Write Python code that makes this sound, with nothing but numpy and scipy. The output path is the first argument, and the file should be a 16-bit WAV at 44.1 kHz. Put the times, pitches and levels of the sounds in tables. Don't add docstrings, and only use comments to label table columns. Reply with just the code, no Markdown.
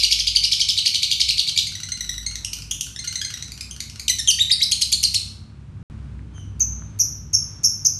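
import sys
import numpy as np
from scipy import signal
from scipy.fft import rfft, irfft, next_fast_len
from scipy.io import wavfile
from scipy.ndimage import uniform_filter1d

SR = 44100
rng = np.random.default_rng(int(sys.argv[2]) if len(sys.argv) > 2 else 0)


def to_wav(sig):
    pcm = np.clip(np.atleast_2d(sig), -1, 1) * 32767
    pcm = np.round(pcm).astype(np.int16)
    wavfile.write(sys.argv[1], SR, pcm.T)


N = 352359

# (start [s], end [s])
DROPOUT = (5.8295, 5.8995)


def gain_of(db):
    return 10 ** (np.asarray(db) / 20)


def evened(x):
    return x / np.sqrt(np.mean(x ** 2) + 1e-20)


def read(points, hz):
    f, value = np.transpose(points)
    return np.interp(np.log(hz + 1), np.log(f + 1), value)


def follow(tables, axis):
    rows = np.concatenate(tables)
    return np.interp(np.arange(N) / SR, rows[:, 0], rows[:, axis])


def add(mix, s, sound):
    part = mix[round(s * SR):][:len(sound)]
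    part += sound[:len(part)]


def shaped_noise(size, gains):
    return irfft(rfft(rng.standard_normal(size)) * gains, size)


def flutter(count, rate_hz):
    size = next_fast_len(count + 2000)
    slow_part = np.exp(-(np.fft.rfftfreq(size, 1 / SR) / rate_hz) ** 2)
    return evened(shaped_noise(size, slow_part))[:count]


def coloured(points):
    size = next_fast_len(N)
    gains = gain_of(read(points, np.fft.rfftfreq(size, 1 / SR)))
    return evened(shaped_noise(size, gains)[:N])


def narrow(hz, width_hz, steady=1.2):
    turn = np.exp(2j * np.pi * np.cumsum(hz * np.ones(N)) / SR)
    fuzz = flutter(N, width_hz) + 1j * flutter(N, width_hz)
    return evened((turn * (steady + fuzz)).real)


def traffic():
    # (frequency [Hz], level per Hz [dB])
    rumble_spectrum = [(15, -73.5), (25, -35), (34, -21), (41, -9), (65, -0.5), (128, -1), (220, -11),
                       (257, -12.5), (354, -20), (700, -39), (910, -91.5), (1540, -120)]
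    # (time [s], level [dB])
    rumble_levels = [
        [(0.0, -46), (0.26, -44.5), (2.87, -42), (3.15, -42), (5.7, -40.5), (5.83, -35)],
        [(5.9, -36), (7.92, -38), (7.99, -39.5)],
    ]
    # (time [s], pitch [Hz], level [dB])
    engine = [
        [(0.0, 54.8, -37.5), (0.63, 54.7, -44), (0.86, 70.1, -45.5), (1.44, 57.0, -40), (2.84, 54, -46),
         (2.95, 65.6, -41), (3.38, 69.6, -46.5), (3.56, 63.9, -44.5), (5.83, 67.5, -42.5)],
        [(5.9, 64.1, -35), (6.11, 63.9, -36), (7.16, 61.7, -38), (7.99, 70, -58)],
    ]
    # (pitch [Hz], width [Hz], level against the rumble [dB])
    upper_drones = [(93.9, 6.2, -2.5), (108.4, 3.9, -7.5), (141.5, 8.2, -9.5), (166.4, 3.6, -13.5),
                    (218.6, 2.7, -14)]
    drones = np.zeros(N)
    for hz, width_hz, db in upper_drones:
        level = gain_of(db + 1.2 * flutter(N, 1.0))
        pitch_hz = hz * (1 + .025 * flutter(N, .3))
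        drones += level * narrow(pitch_hz, width_hz)
    hum = evened(gain_of(-1.5) * coloured(rumble_spectrum) + drones)
    lowest = gain_of(follow(engine, axis=2)) * narrow(follow(engine, axis=1), 2.3, steady=2.4)
    return gain_of(follow(rumble_levels, axis=1)) * hum + lowest


def air():
    # (frequency [Hz], level per Hz [dB])
    hiss_spectrum = [(240, -33.5), (400, -11), (528, -12), (567, -11), (1180, -8.5), (1510, -9.5),
                     (1870, -15.5), (2260, -14.5), (9440, -29), (13000, -55)]
    # (level before the dropout [dB], level after it [dB])
    hiss_levels = [-60, -57]
    level_db = np.where(np.arange(N) / SR < DROPOUT[0], *hiss_levels)
    return gain_of(level_db + 1.2 * flutter(N, 3)) * coloured(hiss_spectrum)


def room(x):
    # (frequency [Hz], time to fall by 60 dB [s])
    ring_times = [(1500, 0.55), (3960, 0.51), (10400, 0.43)]
    # (delay [s], level [dB])
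    wall_echoes = [(.0021, -9), (.0047, -10.5), (.0083, -11.5), (0.0124, -16), (0.021, -12), (0.027, -26.5),
                   (0.035, -11.5), (0.053, -18)]
    taps = np.zeros(SR)
    at = np.arange(100, SR - 20, 20) + rng.integers(0, 20, (SR - 101) // 20)
    build_up = 1 - np.exp(-(at / SR / 0.003) ** 2)
    taps[at] = rng.choice([-1., 1.], len(at)) * build_up
    hz, t, bands = signal.stft(taps, SR, nperseg=128)
    decay = gain_of(-60 * t / read(ring_times, hz)[:, None])
    tail = signal.istft(bands * decay, SR, nperseg=128)[1]
    tail = tail / np.linalg.norm(tail)
    for s, db in wall_echoes:
        add(tail, s, gain_of([db]))
    return signal.fftconvolve(x, tail)[:len(x)]


def voice(rows, wobble=0.2, throb=1.0, rasp=0.23, cut=0.83):
    # (frequency [Hz], level [dB])
    tone_colour = [(1200, -18.5), (2000, -21.5), (3000, -9.5), (4200, -4.5), (6200, 2.5), (7500, -5), (9300, 1),
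                   (10400, -7), (11500, 8), (13000, -16.5)]
    throb_hz = 480
    s, *columns = np.transpose(rows)
    t = np.arange(s[0], s[-1], 1 / SR)
    hz, db, slope_db, rough = (np.interp(t, s, c) for c in columns)
    drift = flutter(len(t), 500) + 0.63 * flutter(len(t), 1900)
    turns = np.cumsum(hz * (1 + wobble * rough * (drift - drift.mean()))) / SR
    k = np.arange(1, 10)[:, None]
    share = gain_of(slope_db * (k - 1) + read(tone_colour, k * hz)) * (k * hz < .32 * SR)
    share = share / np.sqrt((share ** 2).sum(0) / 2)
    tone = (share * np.cos(2 * np.pi * k * turns)).sum(0)
    shake = 1 + throb * rough * flutter(len(t), throb_hz) + rasp * rough * flutter(len(t), 2200)
    soft_ends = signal.windows.tukey(len(t), min(1, 0.0015 * SR / len(t)))
    note = gain_of(db) * tone * evened(shake) * soft_ends
    beak = signal.butter(8, cut * hz.min(), "high", fs=SR, output="sos")
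    return s[0], signal.sosfilt(beak, note)


def arch(s, db, top_hz, lead_s, length, turn_db):
    foot_hz, end_hz, rise_share = 2286, 3153, .4
    u = np.linspace(-1, 1, 11)
    rising = u < 0
    t = s + u * length * np.where(rising, rise_share, 1 - rise_share)
    hz = top_hz - abs(u) ** 1.75 * (top_hz - np.where(rising, foot_hz, end_hz))
    turn_over = turn_db * np.exp(-(u / 0.27) ** 2)
    level_db = db - np.where(rising, 3, 1.5) * u ** 4 + turn_over
    slope_db = -21 + np.where(rising, 13, 3) * u ** 2
    rows = np.transpose([t, hz, level_db, slope_db, 0.39 + 0 * u])
    lead = [(t[0] - before, foot_hz, db - 10.5, -10, .3) for before in (lead_s, .001)]
    trail = (t[-1] + .005, 0.877 * end_hz, db - 8.5, -5, .5)
    return voice(np.vstack([lead, rows, trail]), wobble=0.099, throb=1.36, rasp=0.13, cut=.92)


def buzz(s, db, length, start_hz, end_hz, rough, slope_db):
    rows = [(s, start_hz, db - 3, slope_db - 2.5, rough + 0.18),
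            (s + 0.48 * length, (start_hz + end_hz) / 2, db, slope_db, rough),
            (s + length, end_hz, db - 8.5, slope_db, rough)]
    return voice(rows, wobble=0.12, cut=0.94)


def tick(s, db, length, start_hz, end_hz):
    clear, gliding = 0.08, 0.49
    fast_hz_per_s = 86000
    speed = min(abs(end_hz - start_hz) / length / fast_hz_per_s, 1)
    return buzz(s, db, length, start_hz, end_hz, clear + speed * (gliding - clear), slope_db=-6)


def cluck(s, db, length):
    low_hz, climb_hz = 1361, 170
    return buzz(s, db, length, low_hz, low_hz + climb_hz, rough=0.47, slope_db=-3.5)


def slide(*rows):
    s, hz, db = np.transpose(rows)
    clears_s = 0.0048
    rough = 0.038 + .45 * np.exp(-(s - s[0]) / clears_s)
    slope_db = -5 - 4 * (hz / 1000 - 2)
    return voice(np.transpose([s, hz, db, slope_db, rough]))


def step(s, db, low_hz, low_s, shelf_hz, shelf_s, flick_hz, last_hz, flick_s):
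    # (level against the call [dB], overtone slope [dB per harmonic], roughness [0-1])
    step_stages = [(-17.5, -5.5, 0.24), (-15, -21.5, .2), (-7, -14, .1), (-2, -17.5, 0.06), (2.5, -21, 0),
                   (-4.5, -16, .15), (-3, -12, .08), (-9.5, -9.5, .1)]
    climb_s, shelf_creep = .007, 1.06
    waits = [0, low_s, climb_s, .4 * shelf_s, .6 * shelf_s, .002, 0.39 * flick_s, .6 * flick_s]
    t = s + np.cumsum(waits)
    settling_hz = last_hz + 0.33 * (flick_hz - last_hz)
    hz = [low_hz, 1.07 * low_hz, shelf_hz, shelf_hz, shelf_creep * shelf_hz,
          flick_hz, settling_hz, last_hz]
    stage_db, slope_db, rough = np.transpose(step_stages)
    return voice(np.transpose([t, hz, db + stage_db, slope_db, rough]))


def yodel(s, db, leap_hz, held_hz, held_s, held_db):
    # (level against the call [dB], overtone slope [dB per harmonic], roughness [0-1])
    yodel_stages = [(-9, 0, 0.29), (-8, -8, .3), (-2, -3, 0.43), (-0.5, -5, 0.33), (0.5, -16, 0.4),
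                    (-2, -14.5, .25), (-3.5, -10.5, .15), (1, -16.5, 0.14), (-3.5, -16, .2)]
    low_hz, top_hz, break_hz = 2270, 3575, 2920
    climb_s, drop_s, settle_s = .007, 0.0029, 0.0048
    waits = [0, .003, climb_s - .003, drop_s, .001, .4 * settle_s, .6 * settle_s,
             .6 * held_s, .4 * held_s]
    t = s + np.cumsum(waits)
    settling_hz = held_hz + 0.28 * (leap_hz - held_hz)
    hz = [low_hz, low_hz, top_hz, break_hz, leap_hz, settling_hz, held_hz, held_hz,
          0.93 * held_hz]
    stage_db, slope_db, rough = np.transpose(yodel_stages)
    level_db = db + stage_db + held_db * (t > t[-3])
    return voice(np.transpose([t, hz, level_db, slope_db, rough]))


def cage_taps():
    # (time [s], level [dB], pitch [Hz])
    claw_taps = [(6.193, -36, 1910), (6.381, -30.5, 1500), (6.822, -30, 1320)]
    out = np.zeros(N)
    t = np.arange(200) / SR
    for s, db, hz in claw_taps:
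        add(out, s, gain_of(db - 60 * t / .004) * np.sin(2 * np.pi * hz * t))
    return out


def far_bird():
    # (time [s], pitch [Hz], level [dB])
    far_curve = [(6.335, 3195, -55.5), (6.37, 3086, -50.5), (6.4, 2957, -52), (6.445, 3060, -64),
                 (6.47, 2990, -65)]
    slope_db, rough = -10.5, 0.12
    return voice([(*row, slope_db, rough) for row in far_curve])


def whistle(s, length, db, start_hz, end_hz, warble_hz, slope_db):
    t = np.arange(s, s + length, 1 / SR)
    u = (t - s) / length
    hz = start_hz + (end_hz - start_hz) * u + warble_hz * np.tanh(flutter(len(t), 208))
    level_db = db + np.interp(u, [0, .2, .85, 1], [-16.0, 3, 3.5, -12])
    rows = np.transpose([t, hz, level_db, 0 * u + slope_db, 0 * u + .35])
    return voice(rows, wobble=.004, throb=1.3, rasp=.004, cut=.97)[1]


def cheep(s, length, upper_db, upper_hz, upper_end_hz, lower_db, lower_hz, lower_end_hz, late=.005):
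    click_db, warble_hz = -37.5, 410
    click = [(s, 2200, click_db, -1.5, .3), (s + 0.0057, 2400, click_db + 0.5, -1.5, .3),
             (s + 0.0054, 2550, click_db - 6.5, -20, .2),
             (s + length + late, 2550, click_db - 41.0, -20, .2)]
    out = voice(click)[1]
    upper = whistle(s, length, upper_db, upper_hz, upper_end_hz, warble_hz, -26.0)
    lower = whistle(s, length - late, lower_db, lower_hz, lower_end_hz, 0.536 * warble_hz, -21)
    add(out, 0, upper[:len(out)])
    add(out, late, lower)
    return s, out


def lovebird():
    # (time of the top [s], level [dB], top pitch [Hz], flat opening note [s],
    # arch length [s], extra level at the turn-over [dB])
    trill = [(0.039, -9.5, 5020, 0.0059, 0.014, -3.5), (0.119, -9.5, 5396, 0.0065, 0.013, -5),
             (0.197, -15.5, 5650, 0.0041, 0.016, -8), (0.276, -14.5, 5020, 0.0032, 0.012, 6.5),
             (0.36, -11.5, 4830, 0.0047, .014, 2.5), (0.442, -13, 5230, .005, .0129, 4),
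             (0.524, -12, 5064, 0.0048, 0.015, -2), (0.608, -12.5, 5450, 0.0065, 0.016, -4),
             (0.694, -14, 5500, 0.0061, .0157, -2), (0.78, -14.5, 4650, 0.0057, .016, 1.5),
             (0.866, -11.5, 5026, 0.0079, 0.015, -4), (0.951, -14.5, 5010, 0.007, 0.013, -5.5),
             (1.037, -14, 4700, .009, .0155, -5.5), (1.119, -13.5, 4970, 0.0081, 0.014, -6),
             (1.209, -11.5, 5670, 0.0057, 0.014, -9), (1.295, -13.2, 4840, 0.0053, 0.017, -3.5),
             (1.387, -14, 5040, 0.0066, 0.02, -8), (1.482, -16.5, 4880, 0.0073, 0.017, -11.5),
             (1.582, -12.5, 5370, 0.014, 0.017, -12.5)]
    # (time [s], level [dB], length [s], start pitch [Hz], end pitch [Hz])
    ticks = [(1.6667, -26.5, 0.014, 2397, 2000), (1.752, -24.5, 0.0066, 2010, 1960),
             (1.8326, -22.5, .0073, 2040, 2014), (1.9188, -19.5, 0.0076, 2050, 2070),
             (2.0066, -19.5, 0.0067, 1967, 1964), (2.092, -18.5, 0.0082, 1965, 1976),
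             (2.179, -23.5, 0.0054, 1940, 1944), (2.263, -18, 0.0068, 2046, 2160),
             (2.3553, -18.5, 0.0033, 2070, 1896), (2.4463, -18.5, 0.0044, 2690, 3310),
             (2.5312, -19.5, .006, 2480, 3220), (2.62, -29.5, 0.004, 2270, 2850),
             (2.7103, -14.5, 0.006, 2684, 3490), (2.8082, -16, 0.0043, 2400, 3440),
             (2.961, -25.5, 0.0041, 1840, 1770), (2.989, -26, 0.011, 2010, 2170),
             (3.0736, -22.5, 0.015, 2090, 2070), (3.1552, -19, 0.0078, 1974, 2130),
             (3.2142, -20, .0069, 1627, 1690), (3.2473, -19.5, 0.0064, 2040, 2156),
             (3.339, -23.5, 0.0062, 1990, 1920), (3.424, -22, 0.004, 2060, 2000),
             (3.519, -26.5, 0.0032, 2080, 2600), (3.608, -23, 0.0055, 2050, 2690),
             (3.709, -27.5, 0.0057, 2753, 3287), (3.8035, -20, 0.0038, 1850, 2400),
             (3.897, -29, 0.0033, 2330, 2900), (3.9953, -23.5, 0.0053, 1990, 2500)]
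    # (time [s], level [dB], length [s])
    clucks = [(1.717, -34.5, .011), (1.801, -29, 0.0047), (1.887, -30, 0.0086), (1.972, -35, 0.009),
              (2.044, -37, 0.0084), (2.14, -35.5, .0056), (2.229, -41, .0056), (2.312, -34.5, 0.0053),
              (2.585, -37, 0.0076), (2.866, -33, 0.0061), (3.04, -29.5, 0.014), (3.125, -27.5, 0.0058),
              (3.303, -29, 0.0081), (3.374, -31, 0.0041), (3.481, -37, .0044), (3.576, -32, .0028),
              (3.763, -34, 0.0038), (3.958, -31.5, .0038)]
    # (time [s], pitch [Hz], level [dB])
    slides = [
        [(4.08, 3880, -19), (4.084, 2930, -11.5), (4.089, 2430, -30), (4.097, 2123, -14.5), (4.101, 1970, -9.5),
         (4.107, 2010, -16), (4.118, 1840, -31.5)],
        [(4.184, 2210, -35.5), (4.188, 2120, -17), (4.196, 1860, -22.5), (4.202, 1813, -18), (4.212, 1730, -39)],
        [(4.273, 3410, -15), (4.279, 3296, -15.5), (4.288, 3100, -6.5), (4.296, 3093, -16),
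         (4.305, 2883, -10.5), (4.311, 2495, -20), (4.313, 4610, -12.5), (4.325, 4640, -20.5)],
    ]
    # (time [s], level [dB], low note [Hz], low note [s], shelf [Hz], shelf [s],
    # flick [Hz], last note [Hz], flick [s])
    steps = [(4.385, -11.5, 1810, 0.0057, 3625, .021, 3855, 3640, 0.0095),
             (4.496, -9.5, 2000, .007, 3686, 0.0072, 5110, 4450, 0.022),
             (4.602, -11, 1975, 0.01, 3825, 0.011, 5970, 4460, 0.0135)]
    # (time [s], level [dB], leap [Hz], held note [Hz], held note [s],
    # held note against the level [dB])
    yodels = [(4.713, -11.5, 4590, 4290, .008, -4.5), (4.812, -12.5, 5080, 4180, 0.01, -3.5),
              (4.919, -10.5, 5200, 4366, 0.013, -5.5), (5.029, -12, 5450, 4470, 0.013, 1),
              (5.14, -14, 4910, 4276, .015, -2.5)]
    # (time [s], length [s], upper voice [dB], its start [Hz], its end [Hz],
    # lower voice [dB], its start [Hz], its end [Hz])
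    cheeps = [(6.596, 0.038, -27.5, 6380, 6160, -18.5, 6210, 6140),
              (6.989, 0.038, -23.5, 6270, 6390, -16, 5840, 5486),
              (7.33, 0.03, -19, 6500, 6300, -15.5, 5690, 5243),
              (7.633, 0.036, -20.5, 6540, 6260, -14.5, 5350, 5750),
              (7.847, 0.029, -15, 6430, 6210, -18.5, 5090, 5880)]
    room_shares = -2.5, -1.5, -3.5, -5
    trill_db, tick_db, cheep_db, call_db = room_shares
    early_s, period_s = .4, 0.068
    direct, sent = np.zeros((2, N + round(early_s * SR)))
    earlier = [(trill[0][0] - k * period_s, *trill[k][1:]) for k in range(1, 5)]
    kinds = ((arch, earlier + list(trill), trill_db), (tick, ticks, tick_db),
             (cluck, clucks, tick_db), (slide, slides, call_db), (step, steps, call_db),
             (yodel, yodels, call_db), (cheep, cheeps, cheep_db))
    for maker, table, room_db in kinds:
        for row in table:
            s, sound = maker(*row)
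            add(direct, s + early_s, sound)
            add(sent, s + early_s, gain_of(room_db) * sound)
    s, far = far_bird()
    add(sent, s + early_s, far)
    return (direct + room(sent))[-N:]


def scene():
    mix = lovebird() + traffic() + air() + cage_taps()
    return mix[None]


def record(dry):
    edge_hz = 12250
    t = np.arange(N) / SR
    power = uniform_filter1d(uniform_filter1d(dry[0] ** 2, 12000), 12000)
    power_db = 10 * np.log10(abs(power) + 1e-12)
    gain = gain_of(-.2 * np.maximum(power_db + 25.0, 0))
    sounding = (t < DROPOUT[0]) | (t > DROPOUT[1])
    treble_limit = signal.firwin(121, edge_hz, window=("kaiser", 9), fs=SR)
    return signal.oaconvolve(dry * gain * sounding, treble_limit[None], "same")


dry = scene()
out = record(dry)
to_wav(out)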